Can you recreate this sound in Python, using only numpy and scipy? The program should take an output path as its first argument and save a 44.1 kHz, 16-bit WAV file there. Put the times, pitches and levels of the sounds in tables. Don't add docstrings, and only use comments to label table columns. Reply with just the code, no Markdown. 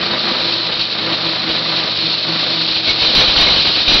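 import sys
import numpy as np
from scipy import signal
from scipy.fft import rfft, irfft
from scipy.io import wavfile
from scipy.ndimage import uniform_filter1d

SR = 44100
rng = np.random.default_rng(int(sys.argv[2]) if len(sys.argv) > 2 else 0)


def dump_mix(stems):
    frames = np.atleast_2d(stems).T
    limited = np.clip(frames, -1, 1)
    pcm = np.round(limited * 32767).astype(np.int16)
    wavfile.write(sys.argv[1], SR, pcm)


N = 176400
TIME_S = np.arange(N) / SR
BLOWS_PER_FIRING, BLOWS_PER_TURN = 1.413, 6


def undb(db):
    return 10 ** (np.asarray(db) / 20)


def unit(x):
    return x / np.sqrt(np.mean(x ** 2))


def curve(table, column=1):
    rows = np.array(table, float)
    return np.interp(TIME_S, rows[:, 0], rows[:, column])


def walk(rate_hz):
    hold = max(int(SR / rate_hz), 2)
    steps = rng.standard_normal(N)[np.arange(N) // hold]
    return unit(uniform_filter1d(uniform_filter1d(steps, hold), hold))


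def colour(x, spectrum):
    hz, db = np.array(spectrum, float).T
    bins_hz = np.maximum(np.fft.rfftfreq(N, 1 / SR), 1)
    gain = undb(np.interp(np.log(bins_hz), np.log(hz), db))
    return unit(irfft(rfft(x) * gain, N))


def ring(x, modes):
    out = 0
    for hz, width_hz, db in modes:
        b, a = signal.iirpeak(hz, hz / width_hz, SR)
        out += undb(db) * unit(signal.lfilter(b, a, signal.lfilter(b, a, x)))
    return unit(out)


def pulses(cycles, scatter_db, period, uneven_db):
    at = np.flatnonzero(np.diff(np.floor(cycles)) > 0)
    pattern = np.cos(2 * np.pi * np.arange(len(at)) / period)
    out = np.zeros(N)
    out[at] = undb(scatter_db * rng.standard_normal(N)[:len(at)] + uneven_db * pattern)
    return out


def snaps(rate_hz, spread_db):
    size = undb(spread_db * np.clip(rng.standard_normal(N), -2, 2))
    return (rng.random(N) < rate_hz / SR) * size * rng.choice([-1, 1], N)


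# (frequency [Hz], gain [dB])
EXHAUST_SPECTRUM = [(40, -29.5), (90, -5), (118, 3), (170, -19.5), (240, -18), (350, -6), (600, -5),
                    (1200, -11), (3000, -40.5)]


def engine(firings, level_db=-37.5):
    firing = pulses(firings, scatter_db=3.5, period=4, uneven_db=0.5)
    return undb(level_db) * colour(firing, EXHAUST_SPECTRUM)


# (centre [s], Gaussian width [s], level [dB])
KNOCK_SWELLS = [(.09, 0.066, -33), (.3, 0.037, -27.5), (1.08, 0.034, -35.5)]


def knocks(blows, pitch_hz=222, width_hz=96):
    swell = sum(undb(db) * np.exp(-((TIME_S - centre_s) / width_s) ** 2 / 2)
                for centre_s, width_s, db in KNOCK_SWELLS)
    hits = pulses(blows / BLOWS_PER_TURN, scatter_db=1, period=2, uneven_db=6.5)
    return swell * ring(hits, [(pitch_hz, width_hz, 0)])


# (frequency [Hz], width [Hz], gain [dB])
HOLLOW_MODES = [(169, 78, 1.5), (328.8, 99, 7)]
# (time [s], hum at blow rate [dB], its octave [dB], tearing [dB])
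ROTOR_LOAD = [(0, -37, -38.5, -23), (0.14, -39, -32, -22.5), (0.19, -44.0, -48, -26.5),
              (0.27, -42, -28, -19), (0.37, -36, -41, -23.5), (0.44, -36.5, -31.5, -24),
              (0.6, -44.5, -33, -27.5), (0.71, -54, -46.0, -25), (0.79, -41, -35.5, -31.5),
              (0.92, -50, -46.5, -29), (1.04, -37, -29.5, -23.5), (1.12, -28, -26, -21),
              (1.17, -45, -54, -25), (1.27, -30.5, -24, -24), (1.41, -44.5, -43, -26.5),
              (1.49, -33, -27, -25), (1.63, -37, -39.5, -26), (1.72, -30.5, -30.5, -24),
              (1.89, -43, -35.5, -24), (1.96, -47, -42, -32), (2.05, -30, -27.5, -26.5),
              (2.22, -48.0, -48, -30.5), (2.3, -25, -26, -24), (2.44, -39, -41.5, -25.5),
              (2.53, -31.5, -31, -26.5), (2.82, -39.5, -33.5, -30), (3.1, -35.5, -33, -24.5),
              (3.21, -43, -34, -17.5), (3.3, -47, -30.5, -25), (3.43, -35, -42, -17),
              (3.6, -32, -36.5, -28.5), (3.85, -51, -36, -27), (3.92, -29, -25.5, -21),
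              (4.0, -52, -35, -18)]


def rotor(blows, hum_db=0.5, third_db=-14.5, drone_db=-9.5):
    low_db, octave_db = curve(ROTOR_LOAD), curve(ROTOR_LOAD, column=2)
    hum = 0
    for harmonic, db in enumerate([low_db, octave_db, octave_db + third_db], 1):
        amplitude = np.sqrt(2) * undb(db + walk(50))
        hum += amplitude * np.sin(2 * np.pi * harmonic * (blows + 0.041 * walk(40)))
    beat = pulses(blows + 0.043 * walk(60), scatter_db=0.5, period=BLOWS_PER_TURN, uneven_db=8.5)
    drone = undb((low_db + octave_db) / 2 + drone_db) * ring(beat, HOLLOW_MODES)
    return undb(hum_db) * hum + drone


# (frequency [Hz], gain [dB])
TEAR_SPECTRUM = [(40, -16.5), (110, -12.5), (150, -1.5), (215, 2), (380, -1.5), (520, 2), (680, 0.5),
                 (850, -2.5), (1000, -2), (1250, -1), (1600, -2), (2200, -2), (3500, -14), (6000, -37.5)]
# (frequency [Hz], width [Hz], gain [dB])
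PANEL_MODES = [(517.6, 37, -1.5), (624.6, 31, -2.5), (760, 10, -5.5), (980.6, 24, 0), (1188, 140, -3),
               (1460, 23, -5.5), (1490, 17, -8.5)]


def tearing(blows, tear_db=0.5, panel_db=-12):
    sweep_db = 0.89 * np.cos(2 * np.pi * blows)
    turn_db = 1.7 * np.cos(2 * np.pi * blows / BLOWS_PER_TURN)
    spurts = undb(sweep_db + turn_db + 0.65 * walk(70))
    fibres = snaps(4500, spread_db=4) * spurts
    rip = undb(tear_db) * colour(fibres, TEAR_SPECTRUM)
    buzz = undb(panel_db) * ring(fibres, PANEL_MODES)
    return undb(curve(ROTOR_LOAD, column=3)) * (rip + buzz)


# (time [s], relative level [dB])
SPLINTER_FLOW = [(0.0, -20), (0.48, -16.5), (0.79, -21.5), (0.8, -14), (0.87, -21), (1.15, -18.5),
                 (1.18, -20.5), (1.28, -19), (1.35, -19), (1.82, -16.5), (1.87, -20), (1.98, -17),
                 (2.23, -18.5), (2.78, -16), (2.81, -18.5), (2.88, -15), (2.97, -18.5), (3.03, -12.5),
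                 (3.43, -14.5), (3.83, -14.5), (3.93, -12.5), (4.0, -9)]
# (frequency [Hz], gain [dB])
SPLINTER_SPECTRUM = [(200, -30.5), (1500, -20.5), (2100, -22), (2500, -8.5), (3200, -7), (3650, -2),
                     (4000, 0.5), (4400, 0), (4800, -8), (5300, -13), (5800, -26), (6200, -24.5)]
# (frequency [Hz], width [Hz], gain [dB])
STEEL_MODES = [(2203, 35, -13.5), (2428, 54, -7.5), (2700, 40, -12.5), (3064, 98, -3.5), (3330, 58, -5.5),
               (3750, 134, 3.5), (3857, 99, -3.5), (4053, 80, 3.5), (4258, 260, 0.5), (4420, 92, -14.5)]


def splinters(blows, flow_db=-0.5, links_db=-6.5):
    turn_rad = 2 * np.pi * blows / BLOWS_PER_TURN
    throb_db = 0.5 * np.cos(turn_rad) + 0.27 * np.cos(2 * turn_rad)
    flutter_db = walk(90) + 0.95 * walk(300)
    hail = colour(snaps(7000, spread_db=2.5) * undb(throb_db + flutter_db), SPLINTER_SPECTRUM)
    links = undb(links_db) * ring(snaps(600, spread_db=5), STEEL_MODES)
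    return undb(curve(SPLINTER_FLOW) + flow_db) * (hail + links)


# (start [s], pitch [Hz], gain [dB])
STEEL_PINGS = [(2.89, 2210, -8.5), (3.0, 2210, -17), (3.174, 3140, -14), (3.401, 2420, -15),
               (3.47, 2180, -10.5), (3.484, 2420, -12), (3.565, 3050, -10.5), (3.739, 3040, -22.5),
               (3.923, 3000, -12)]


def pings(attack_s=0.0043, decay_s=0.015):
    out = 0
    for start_s, hz, db in STEEL_PINGS:
        age_s = np.maximum(TIME_S - start_s, 0)
        envelope = np.minimum(age_s / attack_s, 1) * np.exp(-age_s / decay_s)
        out += undb(db) * envelope * np.sin(2 * np.pi * hz * age_s)
    return out


# (start [s], level [dB], rattle length [s])
DECK_HITS = [(.01, -20, 0.0081), (0.108, -19.5, 0.014), (.4, -26.5, 0.0074), (0.717, -18.5, .012),
             (.755, -24, .012), (0.793, -18, 0.021), (.982, -19.5, 0.0045), (1.122, -18.5, 0.0053),
             (1.26, -20, 0.03), (1.49, -15, 0.0087), (1.55, -21, 0.013), (1.761, -22, 0.033),
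             (1.972, -21, 0.02), (2.114, -35, 0.0046), (2.675, -21, .03), (2.761, -18, 0.011),
             (2.872, -13.5, 0.038), (3.017, -12.5, 0.054), (3.149, -4.5, 0.073), (3.274, -9.5, .03),
             (3.361, -6, 0.054), (3.411, -6.5, .02), (3.46, -10.5, 0.079), (3.56, -10.5, 0.044),
             (3.648, -11.5, 0.046), (3.755, -14.5, 0.049), (3.877, -6.5, 0.076)]
# (frequency [Hz], gain [dB])
CRACK_SPECTRUM = [(60, -6.5), (400, -4.5), (1000, -6.5), (2000, -9), (3000, -1.5), (4000, -4), (4800, -3),
                  (5500, -28.5), (6200, -50.5)]


def cracks(attack_s=0.0018, decay_s=0.024, strike_boost=0.45, strike_decay_s=0.0059, ring_db=2.5):
    power = 0
    for start_s, db, length_s in DECK_HITS:
        age_s = np.maximum(TIME_S - start_s, 0)
        envelope = np.minimum(age_s / attack_s, 1) * np.exp(-np.maximum(age_s - length_s, 0) / decay_s)
        strike = 1 + strike_boost * np.exp(-age_s / strike_decay_s)
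        power += (undb(db) * envelope * strike) ** 2
    rattle = colour(snaps(4000, spread_db=2), CRACK_SPECTRUM)
    steel = undb(ring_db) * ring(snaps(1200, spread_db=3), STEEL_MODES)
    return np.sqrt(power) * unit(rattle + steel)


# (time [s], firing rate [Hz])
FIRING_RATE = [(0, 122), (.35, 121), (.65, 118.3), (1.0, 114.6), (1.28, 116.5), (1.85, 114.5), (2.3, 116.2),
               (2.8, 114.6), (3.2, 113.5), (4, 111)]


def scene():
    firings = np.cumsum(curve(FIRING_RATE) * (1 + 0.002 * walk(10))) / SR
    blows = firings * BLOWS_PER_FIRING
    machine = engine(firings) + rotor(blows)
    cane = tearing(blows) + splinters(blows) + knocks(blows)
    return (machine + cane + cracks() + pings())[None]


def record(dry, swing=0.45, knee=0.36, bias_gain=0.67, bias_hz=110, band_hz=5850, top_hz=15800):
    rounded = dry / (1 + (dry / swing) ** 4) ** (1 / 4)
    excess = np.maximum(np.abs(dry) - knee, 0)
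    bias = bias_gain * signal.sosfilt(signal.butter(1, bias_hz, fs=SR, output="sos"), excess)
    centred = signal.sosfilt(signal.butter(2, 20, "high", fs=SR, output="sos"), rounded + bias)
    narrow = signal.sosfilt(signal.ellip(10, 0.2, 90, band_hz, fs=SR, output="sos"), centred)
    clipped = np.clip(narrow, -0.69, 0.69)
    return signal.sosfilt(signal.ellip(8, 0.2, 70, top_hz, fs=SR, output="sos"), clipped)


dry = scene()
out = record(dry)
dump_mix(out)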